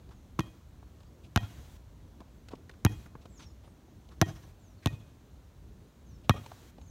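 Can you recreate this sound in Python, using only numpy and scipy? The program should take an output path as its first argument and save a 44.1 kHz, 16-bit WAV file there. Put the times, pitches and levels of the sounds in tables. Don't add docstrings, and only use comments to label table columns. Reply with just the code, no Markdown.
import sys
import numpy as np
from scipy import signal
from scipy.io import wavfile
from scipy.ndimage import uniform_filter1d

SR = 44100
rng = np.random.default_rng(int(sys.argv[2]) if len(sys.argv) > 2 else 0)


def voltage_ratio(level):
    return 10 ** (np.asarray(level, float) / 20)


def dump_mix(stems):
    frames = np.atleast_2d(stems).T
    limited = np.clip(frames, -1, 1)
    pcm = np.round(limited * 32767).astype(np.int16)
    wavfile.write(sys.argv[1], SR, pcm)


N = 304290

# (frequency [Hz], level [dB per Hz])
RUMBLE = [(18, -59), (30, -0.5), (47, 0), (65, -4), (139, -14), (266, -18), (464, -27), (624, -29),
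          (824, -35.5), (973, -34), (2500, -52), (3250, -59), (5500, -120)]
# (frequency [Hz], level [dB per Hz])
HISS = [(700, 6), (1500, 3), (2500, -0.5), (4000, 0.5), (5000, -4.5), (6200, -1), (7600, -4.5),
        (8200, -7.5), (10000, -8), (10500, -14.5), (11200, -8), (14000, -9), (15800, -8.5), (16000, -45)]
# (hold [s], lift [dB], fade [1/s])
LIFTS = [(.2, 16, 11.4), (.41, 16, 0.99), (.22, 13.5, 1.7), (.3, 15.5, 3.2), (.3, 19, 13),
         (0.412, 15, 0.74)]
# (frequency [Hz], share of the lift [0-1])
LIFT_SHARE = [(100, 0.21), (500, 0.12), (2000, 0.65), (16000, 0.72)]
# (frequency [Hz], decay to -60 dB [s])
YARD = [(80, 0.3), (250, 0.35), (1000, 0.14), (4000, 0.16), (12000, 0.15)]

# (start [s], length [s], first pitch [Hz], last pitch [Hz], peak level [dB])
SLIDES = [(3.29, 0.22, 7770, 5080, -63.5), (4.575, 0.18, 7700, 5300, -73)]
CHIRPS = [(.12, 0.14, 7100, 5600, -82), (1.05, 0.045, 4700, 4760, -78), (3.37, 0.025, 6540, 4300, -68),
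          (3.37, .06, 7300, 6640, -75), (3.43, .07, 6200, 6930, -75), (3.49, 0.034, 6950, 6750, -76),
          (3.65, .08, 10100, 7900, -80), (4.77, 0.08, 4600, 3900, -77), (6.06, 0.11, 6670, 5160, -74),
          (6.8, 0.069, 6700, 6100, -75), (6.81, .05, 7550, 7000, -79), (6.855, 0.13, 7200, 4610, -65.5)]
# (share of length [0-1], share of fall [0-1], level [dB])
SLIDE_SHAPE = [(0, 0, -14), (.24, .11, -9), (.38, .44, 0), (.6, .66, -4), (.8, .84, -4), (1, 1, -13)]
CHIRP_SHAPE = [(0, 0, -5), (.2, .26, 0), (.6, .66, -2), (1, 1, -6)]

# (time [s], sole level [dB], sole pitch [Hz], grit level [dB])
HEELS = [(0.089, -58, 770, -65.5), (1.004, -60, 930, -63.5), (2.204, -49, 784, -60.5),
         (2.485, -53, 1300, -51.5), (2.534, -43, 660, -77), (2.694, -48, 1300, -54.5),
         (3.059, -52.5, 1070, -66), (3.152, -49.5, 940, -89), (3.255, -51, 684, -57.5),
         (3.675, -57, 720, -71), (3.882, -61, 507, -87), (6.781, -51.5, 611, -64)]
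TOES = [(0.827, -53, 660, -82), (1.032, -62, 606, -65), (2.214, -49.5, 675, -75), (2.553, -67, 641, -59.5),
        (2.712, -64, 651, -62), (2.738, -57.5, 1050, -66), (4.088, -58, 514, -61.5), (6.461, -45, 612, -51),
        (6.516, -42, 685, -59), (6.814, -60, 572, -62.5)]
SCUFFS = [(0.104, -56, 920, -62.5), (1.233, -63, 550, -59), (2.505, -49, 674, -58),
          (3.208, -64, 570, -62.5), (3.39, -53, 1120, -52.5), (3.416, -59, 880, -54),
          (3.633, -59, 575, -64.5), (4.108, -57, 940, -63), (4.822, -54, 1690, -60),
          (6.235, -61, 503, -62.5)]
# (rise [s], length [s], thud re sole [dB])
GAITS = [
    (.0003, .008, 8),
    (.0003, .007, -6),
    (.01, .028, -2),
]
# (frequency [Hz], level [dB per Hz])
GRIT = [(1200, -24.5), (2500, 9.5), (4000, 7), (7000, -3), (12000, -14), (15800, -21), (16300, -50)]

# (time [s], side [0 left, 1 right], slap [dB], slap brightness [dB per octave], thump [dB])
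BUMPS = [
    (0.3903, 0, -29.5, -1.5, -20),
    (1.3607, 1, -12, -0.5, -15.5),
    (2.8499, 0, -14.5, 1.5, -11.5),
    (4.2148, 1, -9, -0.5, -13),
    (4.8596, 1, -18.5, 0.5, -17),
    (6.295, 0, -8, -1.4, -12.5),
]
# (delay [s], level re slap [dB], top [Hz], clap re slap [dB])
TOUCHES = [
    [(.0042, 8.5, 16200, -6), (.0155, -3, 14000, -3)],
    [(0.0144, -6, 5430, -15)],
    [(0.014, -3, 2470, -11.5)],
    [(.0075, -19, 13900, -10), (.0105, -32, 4000, -12.5)],
    [(0.0123, -4.5, 6500, -18.5)],
    [(0.0127, -25, 7000, -13)],
]
# (frequency [Hz], level [dB per Hz])
SLAP = [(350, -28), (520, -14.5), (700, 1), (1200, -3), (1700, -8), (2500, -8.5), (3500, -6.5),
        (4800, -16.5), (5900, -11), (7900, -22.5), (10300, -23), (13000, -18), (16500, -35.5), (17200, -63)]
# (clap pitch [Hz], clap re slap [dB], wobble pitch [Hz], wobble level [dB], thump pitch [Hz])
CLAPS = [(1136, 7, 317, -28.5, 113), (1587, -9.5, 218, -31, 77), (830, -15, 302, -28, 93),
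         (745, -16.5, 320, -22.5, 98), (740, -8.5, 274, -28.5, 84), (1205, -8.5, 235, -33.5, 94)]
# (pitch [Hz], decay to -60 dB [s], twin pitch [Hz], twin re mode [dB], twin decay to -60 dB [s])
CAVITY = [(990, .13, 1050, -4, .1), (1873, .14, 1866, -16, .12), (2490, .16, 2500, -24, .8),
          (3128, .18, 3150, -8, .15), (3258, .25, 3269, -9, .5), (3850, .1, 3990, -2, .1)]
RINGS = [(-54, -44, -44, -49, -50, -53), (-47, -37, -41, -46, -45, -52), (-47, -38, -38, -55, -47, -56),
         (-50, -34, -48, -47, -49, -52), (-62, -39, -39, -70, -68, -62), (-44, -35, -39, -49, -45, -47)]
# (delay [s], level [dB])
WALL = [(.067, -1), (0.141, -12.5), (.213, -18.5)]
# (bass [dB], treble [dB])
WALL_DB = [
    (-30, -26),
    (-14.5, -23),
]


def evened(x):
    return x / np.sqrt(np.mean(x ** 2) + 1e-20)


def read(points, hz):
    f, value = np.transpose(points)
    return np.interp(np.log(hz + 1), np.log(f + 1), value)


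def add(mix, s, sound):
    part = mix[round(s * SR):][:len(sound)]
    part += sound[:len(part)]


def colour(x, points):
    hz = abs(np.fft.fftfreq(4096, 1 / SR))
    log_gain = np.log(voltage_ratio(np.maximum(read(points, hz), -100)))
    response = np.exp(log_gain - 1j * signal.hilbert(log_gain).imag)
    taps = np.fft.ifft(response).real[:1024]
    return signal.fftconvolve(x, taps / np.linalg.norm(taps))[:len(x)]


def band(x, lo_hz, hi_hz, order=2):
    return signal.sosfilt(signal.butter(order, [lo_hz, hi_hz], "band", fs=SR, output="sos"), x)


def yard(x):
    taps = np.zeros(SR)
    at = np.arange(1900, SR - 20, 20)
    taps[at + rng.integers(0, 20, len(at))] = rng.choice([-1., 1.], len(at))
    hz, t, z = signal.stft(taps, SR, nperseg=256)
    decay_db = -60 * t / read(YARD, hz)[:, None]
    tail = signal.istft(z * voltage_ratio(decay_db), SR, nperseg=256)[1]
    return signal.fftconvolve(x, tail / np.linalg.norm(tail))[:len(x)]


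def air():
    level_db, hiss_db = -51, -42.5
    frames, hz = N // 128 + 9, np.fft.rfftfreq(1024, 1 / SR)
    t = np.arange(frames) * 128 / SR
    real, imag, patches = rng.standard_normal((frames, 513, 3)).T
    patches = evened(uniform_filter1d(uniform_filter1d(patches, 8, 0), 30, 1))
    lift_db = np.zeros(frames)
    for (s, *_), (hold, db, fade) in zip(BUMPS, LIFTS):
        lift_db += db * (t > s) * (t < s + hold) * np.exp(-fade * np.maximum(t - s, 0))
    drift_db = np.where(hz < 500, 1.8, .7)[:, None]
    shape = np.hypot(voltage_ratio(read(RUMBLE, hz)) * (hz < 4000), voltage_ratio(read(HISS, hz) + hiss_db))
    z = (real + 1j * imag) * shape[:, None] * voltage_ratio(drift_db * patches)
    steady = signal.istft(z, nperseg=1024, noverlap=896)[1]
    rumble_rms = np.std(band(steady, 26.7, 440))
    z *= voltage_ratio(level_db + read(LIFT_SHARE, hz)[:, None] * lift_db) / rumble_rms
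    return band(signal.istft(z, nperseg=1024, noverlap=896)[1][:N], 46, 17000, order=4)


def birds():
    out = np.zeros(N)
    for rows, shape in ((SLIDES, SLIDE_SHAPE), (CHIRPS, CHIRP_SHAPE)):
        at, fall, swell_db = np.transpose(shape)
        for s, length, first_hz, last_hz, db in rows:
            u = np.arange(0, length, 1 / SR) / length
            waver = evened(uniform_filter1d(rng.standard_normal(N // 8), 200))[:len(u)]
            glide = first_hz + (last_hz - first_hz) * np.interp(u, at, fall)
            pitch = uniform_filter1d(glide, 300) * (1 + 0.005 * waver)
            level = voltage_ratio(db + np.interp(u, at, swell_db) + 3.4 * waver)
            tone = np.sqrt(2) * np.sin(2 * np.pi * np.cumsum(pitch) / SR) * level
            add(out, s, tone * np.minimum(np.arange(len(u)) / 300, 1))
    return out + voltage_ratio(-13) * yard(out)


def shoes():
    out, t = np.zeros(N), np.arange(SR // 6) / SR
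    for rows, (rise, length, thud_db) in zip((HEELS, TOES, SCUFFS), GAITS):
        press = (1 - np.exp(-t / rise)) * np.exp(-(t / max(length, .003)) ** 2)
        for s, db, hz, grit_db in rows:
            white, size, low = rng.standard_normal((3, len(t)))
            grains = white * voltage_ratio(3.5 * size)
            sole = voltage_ratio(db - 0.5) * evened(band(white, 0.88 * hz, 1.57 * hz))
            grit = voltage_ratio(grit_db) * evened(colour(grains, GRIT))
            thud = voltage_ratio(db + thud_db - 3.5) * evened(band(low, 147, 455))
            add(out, s, (sole + grit + thud) * press)
    return out + voltage_ratio(-25) * yard(out)


def skin_slap(t, bright_db, clap_hz, clap_db, touches):
    clap_cycles, flesh_s, flesh_db = 1.2, .006, -21.5
    sizzle = .05 * np.exp(-t / .006)
    cracks = rng.standard_normal((3, len(t))) * (.55 * np.exp(-t / .0011) + sizzle)
    cracks[:, 0] -= 4
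    skin = [(f, db + bright_db * np.log2(max(f, 1500) / 1500)) for f, db in SLAP]
    turn = t * clap_hz / clap_cycles
    puff = -np.sin(2 * np.pi * clap_hz * t) * turn * np.exp(1 - turn)
    flesh = evened(band(rng.standard_normal(len(t)), 440, 1870))
    flesh *= (t / flesh_s) * np.exp(.5 - (t / flesh_s) ** 2 / 2)
    slap = colour(cracks[0], skin) + voltage_ratio(clap_db) * puff + voltage_ratio(flesh_db) * flesh
    for (delay, db, top_hz, puff_db), crack in zip(touches, cracks[1:]):
        touch = band(colour(crack, skin), 480, top_hz)
        add(slap, delay, voltage_ratio(db) * touch + voltage_ratio(puff_db) * puff)
    return slap


def shell_thump(t, thump_db, hz, wobble_hz, wobble_db, leave_s):
    late = np.maximum(t - .0018, 0)
    turns = hz * late + .55 * (1 - np.exp(-late / .0022))
    thump = voltage_ratio(thump_db) * np.sin(2 * np.pi * turns) * np.exp(-(late / 0.015) ** 2)
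    swell = (late / 0.0056) * np.exp(1 - late / 0.0056)
    thump += voltage_ratio(wobble_db) * np.sin(2 * np.pi * wobble_hz * late) * swell
    spring = -np.sin(2 * np.pi * 190 * t) * np.exp(-t / 0.0023)
    add(thump, leave_s, voltage_ratio(thump_db - 0.5) * spring)
    hum = np.sin(2 * np.pi * 105 * t) * (1 - np.exp(-t / 0.021))
    return thump + voltage_ratio(thump_db - 17.5 - 60 * t / 0.29) * hum


def cavity_ring(t, ring):
    modes = np.zeros(len(t))
    for (f, t60, twin_hz, twin_db, twin_t60), db, phase in zip(CAVITY, ring, rng.random(len(CAVITY))):
        modes += voltage_ratio(db - 60 * t / t60) * np.sin(2 * np.pi * (f * t + phase))
        modes += voltage_ratio(db + twin_db - 60 * t / twin_t60) * np.sin(2 * np.pi * (twin_hz * t + phase))
    return modes * (1 - np.exp(-(t / .011) ** 3))


def bump(slap_db, bright_db, thump_db, ring, clap, touches):
    t = np.arange(SR // 2) / SR
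    clap_hz, clap_db, wobble_hz, wobble_db, thump_hz = clap
    slap = skin_slap(t, bright_db, clap_hz, clap_db, touches)
    thump = shell_thump(t, thump_db, thump_hz, wobble_hz, wobble_db, touches[-1][0])
    return voltage_ratio(slap_db) * slap + thump + cavity_ring(t, ring)


def ball():
    out, spread = np.zeros(N), np.arange(4000) / 450
    for (s, side, *blow), ring, clap, touches in zip(BUMPS, RINGS, CLAPS, TOUCHES):
        hit = bump(*blow, ring, clap, touches)
        bass_db, treble_db = WALL_DB[round(side)]
        tail = yard(hit)
        add(out, s, hit + voltage_ratio(-31.5) * tail + voltage_ratio(-29) * band(tail, 580, 1240, order=1))
        for delay, db in WALL:
            rough = rng.standard_normal(4000) * spread * np.exp(-spread) / 12
            scattered = signal.fftconvolve(band(hit, 440, 12500, order=1), rough)[:len(hit)]
            add(out, s + delay, voltage_ratio(bass_db + db) * band(hit, 45, 195))
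            add(out, s + delay - .006, voltage_ratio(treble_db + 0.7 * db) * scattered)
    return out


def scene():
    return (air() + birds() + shoes() + ball())[None]


def top_cut(x):
    return signal.sosfilt(signal.butter(12, 17110, fs=SR, output="sos"), x)


def record(dry):
    cut = signal.sosfilt(signal.butter(2, 40, "high", fs=SR, output="sos"), dry)
    rounded = .55 * np.tanh(cut / .55)
    top_edge = signal.firwin(511, 16700, window=("kaiser", 10), fs=SR)
    mix = signal.oaconvolve(rounded, top_edge[None], "same")
    return top_cut(mix)


dry = scene()
out = record(dry)
dump_mix(out)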